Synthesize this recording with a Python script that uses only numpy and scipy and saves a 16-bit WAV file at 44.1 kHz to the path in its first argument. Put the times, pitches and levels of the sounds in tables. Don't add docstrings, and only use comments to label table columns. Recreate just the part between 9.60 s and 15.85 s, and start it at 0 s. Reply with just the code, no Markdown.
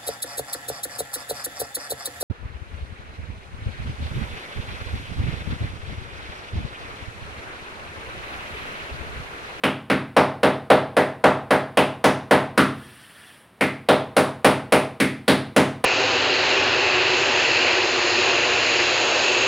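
import sys
import numpy as np
from scipy import signal
from scipy.fft import rfft, irfft
from scipy.io import wavfile
from scipy.ndimage import uniform_filter1d

SR = 44100
rng = np.random.default_rng(int(sys.argv[2]) if len(sys.argv) > 2 else 0)


def materialize(psi):
    bounded = np.clip(np.atleast_2d(psi).T, -1, 1)
    quanta = np.round(bounded * 32767).astype(np.int16)
    wavfile.write(sys.argv[1], SR, quanta)


N = 275625


def pats(steady_db=-2, shifting_db=-0.94, crossover_hz=1450, lead_in_s=0.00207, lead_in_db=-30.5):
    # start_s, force_db, hollow_hz, cupping_db, crack_db, pocket_hz, pocket_db
    landings = [(0.0378, -4.5, 584, -2.5, -2.5, 2870, 7.5), (0.3009, -2.5, 686, -5.0, -6.5, 2420, 2),
                (0.5669, -0.5, 744, 4.5, -4.5, 5370.0, 3.5), (0.833, -1.5, 556, 3, -4.5, 3670, 2.0),
                (1.103, -0.5, 646, 6.5, -4.5, 3710.0, 2.5), (1.3685, -4, 550.0, 5.5, -1.0, 1780, 5.5),
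                (1.6414, -0.5, 809, 5.5, -7, 7155, 4.5), (1.9083, -3.0, 686, 4.0, -1.5, 1700, 4),
                (2.1732, -2.0, 698, 3.0, 1.5, 2832, 6), (2.4428, -0.5, 979, 1.5, 0.5, 6170, 5.5),
                (2.711, 0.0, 700.0, 2.5, -1, 1780, 2.5), (2.9778, 1.0, 690, -6, 0.0, 1290, 5),
                (4.0104, -4.5, 750.7, -2.5, 0.5, 2190.0, 8), (4.2886, -1.5, 590, 5.0, -0.5, 3640, 5.5),
                (4.5675, -2, 540, 3, 5.5, 1230, 1.5), (4.8466, 1, 650.0, 2, 3.5, 2980, 1.5),
                (5.1237, -1.5, 549.5, 4, 5.5, 2460, 5), (5.4025, -2.5, 826, -9.5, 4, 2125, 5),
                (5.6809, 1, 850.0, -4, 3, 4000, 5.5), (5.9643, 1.5, 895, -3.0, 0, 6640.0, 6),
                (6.2419, -2.5, 696, 2.5, 6.0, 1640, 1.5)]
    t = np.arange(20480) / SR
    lowpass = signal.butter(1, crossover_hz, "low", fs=SR)
    highpass = signal.butter(1, crossover_hz, "high", fs=SR)
    room = kitchen(t) + gain_of(steady_db) * signal.lfilter(*lowpass, scatter(t))
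    paths = np.array([signal.lfilter(*highpass, scatter(t)) for _ in range(5)])
    out = np.zeros(N)
    for start_s, *landing in landings:
        blow = slap(*landing)
        posture = rng.standard_normal(len(paths))
        shifting = gain_of(shifting_db) * posture @ paths / np.linalg.norm(posture)
        add(out, start_s - lead_in_s, gain_of(lead_in_db) * blow)
        add(out, start_s, signal.fftconvolve(blow, room + shifting))
        add(out, start_s, signal.fftconvolve(blow, skin(t[:len(t) // 10])))
    return out


def slap(force_db, hollow_hz, cupping_db, crack_db, pocket_hz, pocket_db, size=2048):
    # freq_hz, level_db
    average_pat = [(30, -70), (50, -24), (65, -21), (85, -14.5), (140, -7), (220, 2.5), (310, 3),
                   (400, 0.5), (520, -0.5), (750, -2), (1000, -6), (2000, -10.5), (3500, -18.5),
                   (5000, -25), (6700, -34.5), (8600, -29.5), (9650, -22.5), (10800, -32), (12500, -38),
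                   (16000, -41)]
    hz = np.fft.rfftfreq(size, 1 / SR)
    hollow = hump(hz, hollow_hz, octaves=0.86)
    thud = hump(hz, centre_hz=250, octaves=0.56)
    palm = cupping_db * (hollow - 0.32 * thud)
    crack = crack_db * hump(hz, centre_hz=10000, octaves=1.25)
    pocket = pocket_db * hump(hz, pocket_hz, octaves=0.31)
    return gain_of(force_db) * pulse(read(average_pat, hz) + palm + crack + pocket, size)


def skin(t, level_db=-5, decay_s=0.014, highpass_hz=2600, uneven_db=9):
    sizes = gain_of(uneven_db * np.clip(rng.standard_normal(len(t)), -3, 3))
    signs = rng.choice([-1., 1.], len(t))
    ticks = whitened(sizes * signs * np.exp(-t / decay_s))
    return gain_of(level_db) * signal.lfilter(*signal.butter(1, highpass_hz, "high", fs=SR), ticks)


def kitchen(t, direct_db=-10, highpass_hz=310, echoes_db=-11.0):
    # delay_s, relative_gain, lowpass_hz
    first_echoes = [(.0025, 0.09, 5030), (.0040, 0.54, 9300), (.0055, 0.42, 14000), (.0085, 0.69, 3060),
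                    (0.014, -0.93, 2080), (0.016, -0.63, 2480), (0.0224, 0.72, 2180), (0.0302, 1.3, 1220),
                    (.0380, -2.5, 310), (0.053, 0.45, 1800)]
    click = signal.unit_impulse(len(t))
    direct = signal.lfilter(*signal.butter(1, highpass_hz, "high", fs=SR), click)
    response = standing_waves(t) + gain_of(direct_db) * direct
    for delay_s, gain, lowpass_hz in first_echoes:
        echo = signal.lfilter(*signal.butter(2, lowpass_hz, fs=SR), click)
        add(response, delay_s, gain * gain_of(echoes_db) * echo)
    return response


def standing_waves(t):
    # pitch_hz, level_db, t60_s, build_s
    kitchen_modes = [(90, 8, 0.52, 0.035), (102.7, 6, 0.41, 0.025), (125.7, 9, 0.89, 0.015),
                     (137.3, 11.5, 0.31, 0.29), (163.4, 3.5, 0.61, 0.0027), (201.2, 7.5, 0.16, 0.049),
                     (217.6, 0, 0.53, 0.11), (251.8, 2, 0.39, 0.022), (263, 7, 0.31, 0.056),
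                     (285, -4.5, 0.28, 0.052), (322.6, -5, 0.14, 0.028), (364, -12.5, 0.72, 0.2),
                     (394.6, 0.5, 0.25, 0.2), (411.1, 8, 0.23, 0.007), (458, -13, 0.33, 0.059),
                     (468, 3.5, 0.092, 0.0039), (483, -4.5, 0.53, 0.072), (502.2, 6.5, 0.3, 0.0046),
                     (548.4, 0.5, 0.2, 0.066), (570.5, 1.5, 0.15, 0.0021), (606.7, 6, 0.14, 0.16),
                     (639.7, 4, 0.48, 0.053), (631, -3, 0.3, 0.0041), (688, -8, 0.18, 0.097),
                     (739.4, -7.5, 0.21, 0.019), (762, -17, 0.58, 0.061), (798.3, 3.5, 0.098, 0.0052)]
    out = np.zeros(len(t))
    for k, (pitch_hz, level_db, t60_s, build_s) in enumerate(kitchen_modes):
        rise = 1 - np.exp(-(1.5 * t / build_s) ** 2)
        swell = rise * gain_of(-60 * t / t60_s)
        out += (-1) ** k * gain_of(level_db) * 2 * swell / swell.sum() * np.sin(2 * np.pi * pitch_hz * t)
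    return out


def scatter(t, hold_s=0.02, gap_s=0.0012, rise_cycles=2.0, size=256):
    # freq_hz, level_db
    tail_spectrum = [(70, 5), (200, -10), (700, -2.5), (1000, 1.5), (2000, 1), (4000, 0), (10000, -3),
                     (15000, -1.5)]
    # freq_hz, t60_s
    tail_decay = [(70, 0.98), (200, 0.49), (650, 0.46), (1500, 0.38), (4000, 0.38), (7000, 0.35),
                  (9700, 0.33), (12000, 0.26), (15000, 0.21)]
    hz, frame_s, bands = signal.stft(rng.standard_normal(len(t)), SR, nperseg=size)
    fade = gain_of(-60 * np.maximum(frame_s - hold_s, 0) / read(tail_decay, hz)[:, None])
    rise = 1 - np.exp(-frame_s * (hz[:, None] + 50) / rise_cycles)
    tail = whitened(signal.istft(bands * fade * rise, SR, nperseg=size)[1][:len(t)])
    colour = gain_of(read(tail_spectrum, np.fft.rfftfreq(2 * len(t), 1 / SR)))
    tail = irfft(rfft(tail, 2 * len(t)) * colour)[:len(t)]
    return tail * np.clip(t / gap_s - .5, 0, 1)


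def slide(start_s=3.074, attack_s=0.16, hold_s=0.47, release_s=0.22, level_db=-49.0, patchy_db=1.4):
    # freq_hz, density_db
    flour_spectrum = [(120, -30), (200, -9), (601, -18), (1300, -2), (1710, 4.5), (2250, -4.5),
                      (3250, -0.5), (3690, -7.5), (4200, -9), (5630, -13.5), (6640, -23), (9580, -5),
                      (11500, -16), (16000, -20)]
    t = np.arange(N) / SR - start_s
    speed = np.interp(t, np.cumsum([0, attack_s, hold_s, release_s]), [0, 1, 1, 0])
    bands = signal.stft(rng.standard_normal(N), nperseg=512)[2]
    patches = uniform_filter1d(rng.standard_normal(bands.shape), size=10, axis=0)
    patches = unit_rms(uniform_filter1d(patches, size=4, axis=1))
    grains = signal.istft(bands * gain_of(patchy_db * patches), nperseg=512)[1][:N]
    return gain_of(level_db) * speed * coloured(grains, flour_spectrum)


def background(level_db=-54):
    # freq_hz, density_db
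    quiet_spectrum = [(30, -11), (70, 9), (140, 16.5), (400, 9.5), (1000, 7.5), (2200, 1), (4000, -7),
                      (6700, -20), (9700, -8.5), (12000, -17.5), (16000, -17)]
    return gain_of(level_db) * coloured(rng.standard_normal(N), quiet_spectrum)


def widened(mono):
    # freq_hz, side_to_mid_db
    ear_spread = [(2000, -82), (3500, -75), (5500, -39), (8500, -61), (11000, -16), (15000, -9)]
    side = irfft(1j * rfft(mono) * gain_of(read(ear_spread, np.fft.rfftfreq(N, 1 / SR))), N)
    side *= unit_rms(uniform_filter1d(rng.standard_normal(N), size=100))
    return np.array([mono + side, mono - side])


def gain_of(db):
    return 10 ** (np.asarray(db) / 20)


def unit_rms(x):
    return x / np.sqrt(np.mean(x ** 2) + 1e-20)


def read(points, hz):
    freq_hz, value = np.transpose(points)
    return np.interp(np.log(hz + 1), np.log(freq_hz + 1), value)


def hump(hz, centre_hz, octaves):
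    return np.exp(-(np.log2((hz + 1) / centre_hz) / octaves) ** 2)


def add(mix, start_s, sound):
    part = mix[round(start_s * SR):][:len(sound)]
    part += sound[:len(part)]


def pulse(spectrum_db, size):
    log_gain = np.log(gain_of(np.concatenate([spectrum_db, spectrum_db[-2:0:-1]])))
    return np.fft.ifft(np.exp(np.conj(signal.hilbert(log_gain)))).real[:size // 2]


def whitened(x, relative_bandwidth=0.093):
    spectrum = rfft(x, 2 * len(x))
    bins = np.arange(len(spectrum))
    reach = (relative_bandwidth * bins / 2).astype(int) + 20
    lo, hi = np.maximum(bins - reach, 0), np.minimum(bins + reach, len(bins) - 1)
    running_power = np.cumsum(abs(spectrum) ** 2)
    local_power = (running_power[hi] - running_power[lo]) / (hi - lo)
    return irfft(spectrum / np.sqrt(local_power + 1e-20))[:len(x)]


def coloured(x, points):
    colour = gain_of(read(points, np.fft.rfftfreq(N, 1 / SR)))
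    return unit_rms(irfft(rfft(x) * colour, N))


def scene(pats_gain_db=34.5):
    return widened(gain_of(pats_gain_db) * pats() + slide() + background())


def record(dry, ceiling=0.92, lowpass_hz=16100):
    rounded = dry / (1 + (dry / ceiling) ** 4) ** (1 / 4)
    lowpass = signal.firwin(511, lowpass_hz, window=("kaiser", 9), fs=SR)
    return signal.oaconvolve(rounded, lowpass[None], "same")


dry = scene()
out = record(dry)
materialize(out)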